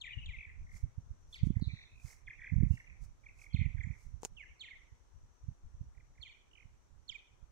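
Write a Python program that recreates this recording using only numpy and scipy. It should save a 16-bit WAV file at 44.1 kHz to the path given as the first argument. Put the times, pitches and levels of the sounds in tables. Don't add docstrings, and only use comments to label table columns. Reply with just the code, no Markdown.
import sys
import numpy as np
from scipy import signal
from scipy.fft import rfft, irfft, next_fast_len
from scipy.io import wavfile
from scipy.ndimage import uniform_filter1d, map_coordinates

SR = 44100
rng = np.random.default_rng(int(sys.argv[2]) if len(sys.argv) > 2 else 0)


def store_pcm(level_fs):
    pcm = np.round(np.clip(level_fs, -1, 1) * 32767).astype(np.int16)
    wavfile.write(sys.argv[1], SR, np.atleast_2d(pcm).T)


N = 331191

# pitch_hz, relative_level_db
FIELD_COLOUR = [(88, -33), (150, -17.5), (201, -4.5), (341, -4.5), (649, -9.5), (941, -8), (2920, -20.5),
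                (5000, -23), (5800, -20), (7300, -18.5), (8400, -26), (16000, -40.5)]
# pitch_hz, left_minus_right_db
FIELD_BALANCE = [(200, 3), (700, 4.5), (1300, 9), (2400, -0.5), (6000, -1.5)]
FIELD_DB = -75
INSECT_HZ, INSECT_WIDTH_HZ, INSECT_DB = 5960, 520, -83

# time_s, left_level_db, right_level_db
BREEZE_LEVELS = [(0, -56, -57.5), (.7, -58, -50.5), (1.1, -57, -62.5), (2.2, -71, -52.5), (2.7, -57.5, -54),
                 (3.3, -64, -54.5), (4.1, -69, -46), (4.6, -64.5, -69), (5.6, -64, -59.5), (7.5, -71, -67)]
# port (L or R), peak_time_s, peak_db, pitch_hz
WIND_THUMPS = [("L", .176, -27.5, 74), ("L", .65, -38.5, 70), ("R", 0.84, -21.5, 61),
               ("R", 0.984, -28, 81.5), ("R", 1.112, -30.5, 55.7), ("L", 1.416, -33, 73),
               ("R", 1.436, -13, 98), ("R", 1.472, -16.5, 126), ("R", 1.506, -17.5, 147),
               ("R", 1.57, -17, 88), ("R", 1.624, -19, 137), ("R", 1.677, -19.5, 68), ("R", 1.738, -27, 92),
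               ("R", 2.05, -31, 78.4), ("R", 2.525, -21, 110), ("R", 2.537, -21, 100),
               ("R", 2.565, -13.5, 75), ("R", 2.585, -18, 105), ("R", 2.609, -15.5, 88),
               ("R", 2.627, -28, 210), ("R", 2.635, -13, 125), ("R", 2.667, -23, 80),
               ("R", 2.71, -12.5, 85), ("R", 2.739, -29, 112.1), ("R", 3.547, -16, 106.5),
               ("R", 3.595, -19.5, 78), ("R", 3.616, -16.5, 84), ("R", 3.663, -18.5, 78),
               ("R", 3.75, -26, 74), ("R", 3.849, -28, 69), ("R", 3.873, -28, 99), ("R", 3.906, -24, 75),
               ("R", 4.143, -31, 61.5), ("R", 4.928, -40.5, 62), ("R", 5.443, -38, 64.5),
               ("R", 5.488, -25.5, 84), ("R", 5.747, -37.5, 64), ("R", 5.814, -28, 78.5)]

# peak_time_s, half_length_ms, level_db, left_minus_right_db
GRASS_SWISHES = [(0.769, 38, -66.5, -7), (1.349, 35, -69, -4), (1.465, 20, -70, -6), (2.093, 52, -60.5, -5),
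                 (2.75, 66, -74, -11.5), (3.04, 22, -68.5, -4), (3.422, 38, -67.5, -5),
                 (4.022, 54, -73, -2), (4.25, 13.7, -55.5, 6)]
# pitch_hz, relative_level_db
GRASS_COLOUR = [(1500, -4.5), (3500, -14), (6000, 3), (10000, -7.5), (15000, -17)]

# start_s, bright_level_db, dull_level_db
GRIP_TICKS = [(1.597, -65, -58.5), (4.221, -58, -70), (4.2328, -42, -38), (4.25, -27.5, -41.5),
              (4.255, -36.5, -45)]
# pitch_hz, fade_60db_ms, left_db, right_db
CASE_RINGS = [(6880, 3, -9, 9.5), (3100, 3.4, -25, -7), (486, 26, 2.5, -29), (830, 9.5, 7, -2.5)]

# time_s, left_lags_right_ms, left_minus_right_db
FLOCK_BEARING = [(0, -0.46, 6.5), (1.35, -0.24, -3), (2.3, -0.044, -1.5), (3.3, 0.37, -4), (3.9, 0.39, -7),
                 (4.4, 0.46, -7), (6.2, 0.5, -6), (7.1, 0.41, -17.5)]
TREES_DB, TREES_RISE_S, TREES_T60_S = -4.2, .007, 0.6
TRILL_TREES_DB = -2.5
GROUND_MS, GROUND_DB = 3, -5

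OVERTONE_DB, LOUD_DB = -12, -45
BEAK_HZ, BEAK_WIDTH_HZ = 7170, 560

# start_s, length_ms, first_pitch_hz, last_pitch_hz, peak_db
BUZZ_CALLS = [(1.611, 64, 4330, 3700, -52), (1.67, 200, 4000, 3760, -60)]
BUZZ_HZ, BUZZ_SWEEP, BUZZ_JITTER, BUZZ_SCATTER_DB = 140, .065, .18, 3.5

# main_start_s, main_length_ms, main_first_pitch_hz, main_peak_db, lead_in_peak_db,
# low_stroke_delay_ms, low_stroke_length_ms, low_stroke_peak_db
THREE_STROKE_CALLS = [(.013, 13.7, 3960, -43.5, -67, 25, 22, -46.5),
                      (.259, 11, 3950, -47.5, -80, 24, 34, -51),
                      (1.342, 7.1, 3890, -45.5, -57, 11, 18, -52.5),
                      (3.543, 12, 4020, -51, -56, 18, 15.6, -47),
                      (4.607, 19.2, 3950, -45.5, -55.5, 24, 23.5, -51.5),
                      (6.226, 14.7, 3750, -46, -53, 20, 38, -59),
                      (7.092, 12.8, 3750, -43.5, -60, 22, 24, -58)]
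LEAD_IN_MS, LEAD_IN_HZ, LEAD_IN_END_HZ = 11, 4400, 4180
MAIN_END_HZ, LOW_HZ, LOW_END_HZ = 2900, 2670, 1880

# first_pip_s, last_pip_s, pip_count,
# first_pitch_hz, last_pitch_hz, peak_db, loudest_place (0 to 1), pip_half_length_ms,
# pitch_fall (share of the pitch lost in one half length)
TRILL_CALLS = [(.096, .136, 4, 2500, 2250, -46, .5, 8, .24), (.368, .452, 5, 2450, 2300, -44, .6, 7, .2),
               (.474, .526, 3, 1850, 2200, -55, .5, 8, .17), (.672, .766, 5, 2000, 2150, -56, .6, 7.5, .21),
               (1.558, 1.6, 3, 2050, 2020, -58, .3, 9.5, .27),
               (1.688, 1.72, 5, 2350, 2300, -50, .6, 4.5, .2),
               (1.746, 1.838, 5, 2050, 2300, -54, .6, 9, .27),
               (1.899, 2.02, 7, 2560, 2450, -61, .6, 7, .05),
               (2.06, 2.129, 4, 2150, 2150, -55.5, .65, 8.5, .27),
               (2.2745, 2.301, 2, 2250, 2350, -47, .5, 3.5, .22),
               (2.282, 2.335, 3, 2050, 2280, -42.5, .3, 8, .27),
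               (2.408, 2.49, 4, 1850, 2300, -53, .6, 7, .22),
               (2.395, 2.499, 5, 2080, 2200, -44.5, .55, 9.5, .26),
               (2.604, 2.653, 3, 1950, 2250, -55, .6, 9.5, .27),
               (2.715, 2.772, 4, 2800, 2750, -59.5, .5, 5, .07),
               (2.776, 2.804, 2, 2037, 2084, -44, .57, 9.5, .27),
               (2.876, 2.928, 3, 2350, 2180, -54, .35, 9.5, .27),
               (3.242, 3.292, 3, 2150, 2380, -51.5, .7, 9, .21),
               (3.395, 3.466, 4, 2400, 2230, -52, .55, 7, .17),
               (3.505, 3.535, 4, 3300, 3250, -65, .5, 5, .08), (3.575, 3.65, 5, 3500, 2900, -58, .2, 8, .2),
               (3.528, 3.549, 3, 2300, 2250, -56, .5, 5, .15),
               (3.588, 3.64, 5, 2250, 2250, -45.5, .6, 9, .2),
               (3.783, 3.839, 3, 2100, 2100, -44.5, .7, 8.5, .25),
               (3.866, 3.938, 4, 2250, 2200, -54, .5, 7.5, .2),
               (5.951, 6.006, 3, 2080, 2190, -66.5, .7, 9.5, .27),
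               (6.157, 6.208, 3, 2030, 2210, -65.5, .7, 9.5, .27),
               (6.515, 6.575, 4, 2950, 2950, -59, .6, 4.5, .06),
               (6.559, 6.628, 4, 2450, 2250, -61, .5, 10, .22)]
TRILL_ARCH_DB, PIP_SCATTER_DB = 18, 1.2

# start_s,
# length_ms, first_pitch_hz, last_pitch_hz, peak_db
OTHER_WHISTLES = [(0.064, 23.7, 2694, 1720, -46.5), (0.127, 21, 3095, 2850, -48.5),
                  (0.182, 18, 2880, 2770, -48), (0.231, 12, 2610, 2640, -54),
                  (0.326, 47, 2450, 1925, -51.5), (1.327, 9, 3570, 3400, -50.5),
                  (1.353, 18, 5340, 3900, -57), (2.43, 20, 2150, 1550, -55), (3.655, 16, 2700, 1950, -50),
                  (3.768, 24, 2050, 1500, -61), (3.833, 7, 7250, 6900, -61), (4.369, 27, 3250, 2480, -53),
                  (4.397, 32, 2450, 2030, -50), (4.428, 16, 2030, 1620, -56), (4.653, 24, 3200, 2350, -59),
                  (4.677, 17, 2350, 1700, -54), (4.704, 38, 2380, 1930, -51), (6.257, 10, 2450, 2280, -53),
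                  (6.295, 10, 2490, 2330, -54), (7.108, 20, 5900, 4500, -66),
                  (7.148, 19, 2560, 2270, -51.5)]


def undb(db):
    return 10 ** (np.asarray(db) / 20)


def unit(x):
    return x / np.sqrt(np.mean(x ** 2))


def curve(table, column):
    rows = np.array(table)
    return np.interp(np.arange(N) / SR, rows[:, 0], rows[:, column])


def on_log(table, hz):
    rows = np.array(table)
    return np.interp(np.log(hz + 1), np.log(rows[:, 0]), rows[:, 1])


def shaped(gain):
    size = next_fast_len(N)
    hz = np.arange(size // 2 + 1) * SR / size
    spectrum = rfft(rng.standard_normal((2, size))) * gain(hz)
    return unit(irfft(spectrum, size)[:, :N])


def walk(rate):
    hold = int(SR / rate)
    steps = np.repeat(rng.standard_normal((2, N // hold + 1)), hold, axis=1)
    return unit(uniform_filter1d(steps, hold)[:, :N])


def add(out, s, sound):
    i = max(int(s * SR), 0)
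    out[..., i:i + sound.shape[-1]] += sound[..., :N - i]


def delayed(x, lag, order):
    return map_coordinates(x, [np.arange(N) - lag], order=order)


def field():
    side = np.array([[.5], [-.5]])
    air = shaped(lambda hz: undb(on_log(FIELD_COLOUR, hz) + side * on_log(FIELD_BALANCE, hz)))
    insects = shaped(lambda hz: 1 / (1 + (2 * (hz - INSECT_HZ) / INSECT_WIDTH_HZ) ** 2))
    air_gain = undb(FIELD_DB + 0.58 * walk(2.926))
    insect_gain = undb(INSECT_DB + 2.4 * walk(9)[0])
    return air_gain * air + insect_gain * insects


def wind(edge=4.09, scatter=0.97, wake_db=-19.5, wake_s=0.036, rise_s=.012):
    thumps, wake = np.zeros((2, N)), np.zeros((2, N))
    t = np.arange(-SR // 8, SR // 8) / SR
    turns = scatter * rng.standard_normal(len(WIND_THUMPS))
    for (port, s, db, hz), turn in zip(WIND_THUMPS, turns):
        side = "LR".index(port)
        pulse = -np.real(np.exp(1j * turn) * (1 - 2j * np.pi * hz * t / edge) ** -(edge + 1))
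        swell = np.exp(-(t / np.where(t < 0, rise_s, wake_s)) ** 2)
        add(thumps[side], s + t[0], undb(db) * pulse)
        add(wake[side], s + t[0], undb(db + wake_db) * swell)
    breeze_db = np.array([curve(BREEZE_LEVELS, column=1), curve(BREEZE_LEVELS, column=2)])
    breeze = undb(breeze_db + 6 * walk(22))
    low = shaped(lambda hz: hz ** 2 / (hz ** 2 + 30 ** 2) * np.exp(-hz / 45))
    rumble = shaped(lambda hz: hz ** 2 / (hz ** 2 + 45 ** 2) * np.exp(-hz / 62))
    return thumps + breeze * low + wake * rumble


def feet():
    hiss = shaped(lambda hz: undb(on_log(GRASS_COLOUR, hz)) * (hz > 400))
    hiss = hiss + 0.28 * hiss[::-1]
    grains = hiss * undb(2.4 * walk(600))
    swell, t = np.zeros((2, N)), np.arange(N) / SR
    for s, ms, db, pan_db in GRASS_SWISHES:
        side_db = np.array([[pan_db], [-pan_db]]) / 2
        swell += undb(db + side_db) * np.exp(-abs((t - s) * 1000 / ms) ** 1.26)
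    return unit(grains) * swell


def grip():
    out, t = np.zeros((2, N)), np.arange(SR // 20) / SR
    for s, bright_db, dull_db in GRIP_TICKS:
        for k, (hz, ms, *port_db) in enumerate(CASE_RINGS):
            ring = np.sin(2 * np.pi * hz * t) * undb(-60 * t * 1000 / ms)
            tick_db = (bright_db, dull_db)[k // 2]
            add(out, s, undb(tick_db + np.array(port_db))[:, None] * ring)
        scrape = uniform_filter1d(rng.standard_normal((2, len(t))), size=3) * np.exp(-t / 0.00088)
        add(out, s, undb(bright_db - 4) * scrape)
    return out


def trees(x, treble_share=.48, sway_ms=0.7, leaf_hz=2250):
    t = np.arange(SR) / SR
    noise = rng.standard_normal((2, SR)) * undb(3.5 * walk(60)[:, :SR])
    low = signal.sosfiltfilt(signal.butter(2, 3300, fs=SR, output="sos"), noise)
    low_tail = low * undb(-60 * t / TREES_T60_S)
    treble_tail = (noise - low) * undb(-3 - 60 * t / (TREES_T60_S * treble_share))
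    tail = (low_tail + treble_tail) * (1 - np.exp(-(t / TREES_RISE_S) ** 2))
    tail /= np.sqrt(np.sum(tail ** 2, axis=1, keepdims=True))
    tail = signal.lfilter(*signal.butter(2, leaf_hz, "high", fs=SR), tail)
    wet = signal.fftconvolve(x[None], tail, axes=1)[:, :N]
    sway = uniform_filter1d(walk(30), SR // 50) * sway_ms * SR / 1000
    moving = np.array([delayed(v, d, order=3) for v, d in zip(wet, sway)])
    return undb(TREES_DB + 1.6 * walk(70)) * moving


def ground(x):
    lag = (GROUND_MS + 0.606 * walk(3.7)[0]) * SR / 1000
    return x + undb(GROUND_DB) * delayed(x, lag, order=1)


def ports(x):
    lag = curve(FLOCK_BEARING, column=1) * SR / 1000
    pan_db = curve(FLOCK_BEARING, column=2)
    side = np.array([[.5], [-.5]])
    return np.array([delayed(x, d, order=3) for d in side * lag]) * undb(side * pan_db)


def glide(hz, shape, db, third_db=-60):
    phase = 2 * np.pi * np.cumsum(hz) / SR
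    second_ring, third_ring = [1 / (1 + ((k * hz - BEAK_HZ) / BEAK_WIDTH_HZ) ** 2) ** 2 for k in (2, 3)]
    second = undb(OVERTONE_DB + db - LOUD_DB) * (second_ring + .02) * np.sin(2 * phase)
    third = undb(third_db) * third_ring * np.sin(3 * phase)
    return undb(db) * shape * (np.sin(phase) + second + third)


def buzz():
    out = np.zeros(N)
    rate = BUZZ_HZ * np.exp(BUZZ_JITTER * walk(BUZZ_HZ)[0])
    turn = np.pi * np.cumsum(rate) / SR
    size = undb(BUZZ_SCATTER_DB * walk(BUZZ_HZ)[0])
    for s, ms, first, last, db in BUZZ_CALLS:
        u = np.arange(0, 1, 1000 / (ms * SR))
        part = slice(int(s * SR), int(s * SR) + len(u))
        hz = first * (last / first) ** u * (1 + BUZZ_SWEEP * np.sin(2 * turn[part]))
        shape = np.sin(np.pi * u) ** .35 * np.sin(turn[part]) ** 2 * size[part]
        add(out, s, undb(db) * shape * np.sin(2 * np.pi * np.cumsum(hz) / SR))
    return out


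def pips():
    rows = []
    for first, last, count, first_hz, last_hz, db, top, half_ms, fall in TRILL_CALLS:
        u = np.linspace(0, 1, round(count))
        times = first + (last - first) * u
        pitches = first_hz + (last_hz - first_hz) * u
        levels = db - TRILL_ARCH_DB * (u - top) ** 2
        rows += zip(times, pitches, levels, np.full_like(u, half_ms), np.full_like(u, fall))
    return rows


def trills(droop=0.067, vary=.08, upper_hz=3350, upper_db=-2, lead_s=.012):
    out = np.zeros(N)
    rows = pips()
    chances = rng.standard_normal((len(rows), 4))
    for (s, hz, db, half_ms, fall), (vary_length, vary_fall, vary_upper, vary_level) in zip(rows, chances):
        ms = half_ms * np.exp(vary * vary_length)
        db = db + PIP_SCATTER_DB * vary_level
        u = np.arange(-1, 1, 1000 / (ms * SR))
        dive = 1 - fall * np.exp(vary * vary_fall) * u - droop * u ** 2
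        shape = np.cos(np.pi * u / 2) ** 2
        start = s - ms / 1000
        add(out, start, glide(hz * dive, shape, db))
        high_db = 1.5 * db + upper_db + 1.6 * vary_upper
        add(out, start - lead_s, glide(upper_hz * np.sqrt(dive), shape ** 2, high_db))
    return out


def strokes():
    rows = []
    for s, ms, hz, db, lead_db, delay_ms, low_ms, low_db in THREE_STROKE_CALLS:
        rows.append((s - LEAD_IN_MS / 1000, LEAD_IN_MS, LEAD_IN_HZ, LEAD_IN_END_HZ, lead_db))
        rows.append((s, ms, hz, MAIN_END_HZ, db))
        rows.append((s + delay_ms / 1000, low_ms, LOW_HZ, LOW_END_HZ, low_db))
    return rows


def whistles(table, bend, spill=.15, sharp=.95, fade=.5):
    out = np.zeros(N)
    for s, ms, first, last, db in table:
        u = np.arange(-spill, 1 + spill, 1000 / (ms * SR))
        arch = np.sin(np.pi * (u + spill) / (1 + 2 * spill)).clip(0) ** sharp
        shape = arch * np.exp(fade * (.5 - u))
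        hz = first * (last / first) ** (np.sign(u) * abs(u) ** bend)
        add(out, s - spill * ms / 1000, glide(hz, shape, db, third_db=-24.5))
    return out


def scene():
    calls = whistles(strokes(), bend=.83) + whistles(OTHER_WHISTLES, bend=.65) + buzz()
    high = trills()
    direct = ports(ground(calls + high))
    scattered = trees(calls + undb(TRILL_TREES_DB) * high)
    return field() + wind() + feet() + grip() + scattered + direct


def record(dry):
    return signal.sosfilt(signal.ellip(10, .2, 60, 15700, fs=SR, output="sos"), dry)


dry = scene()
out = record(dry)
store_pcm(out)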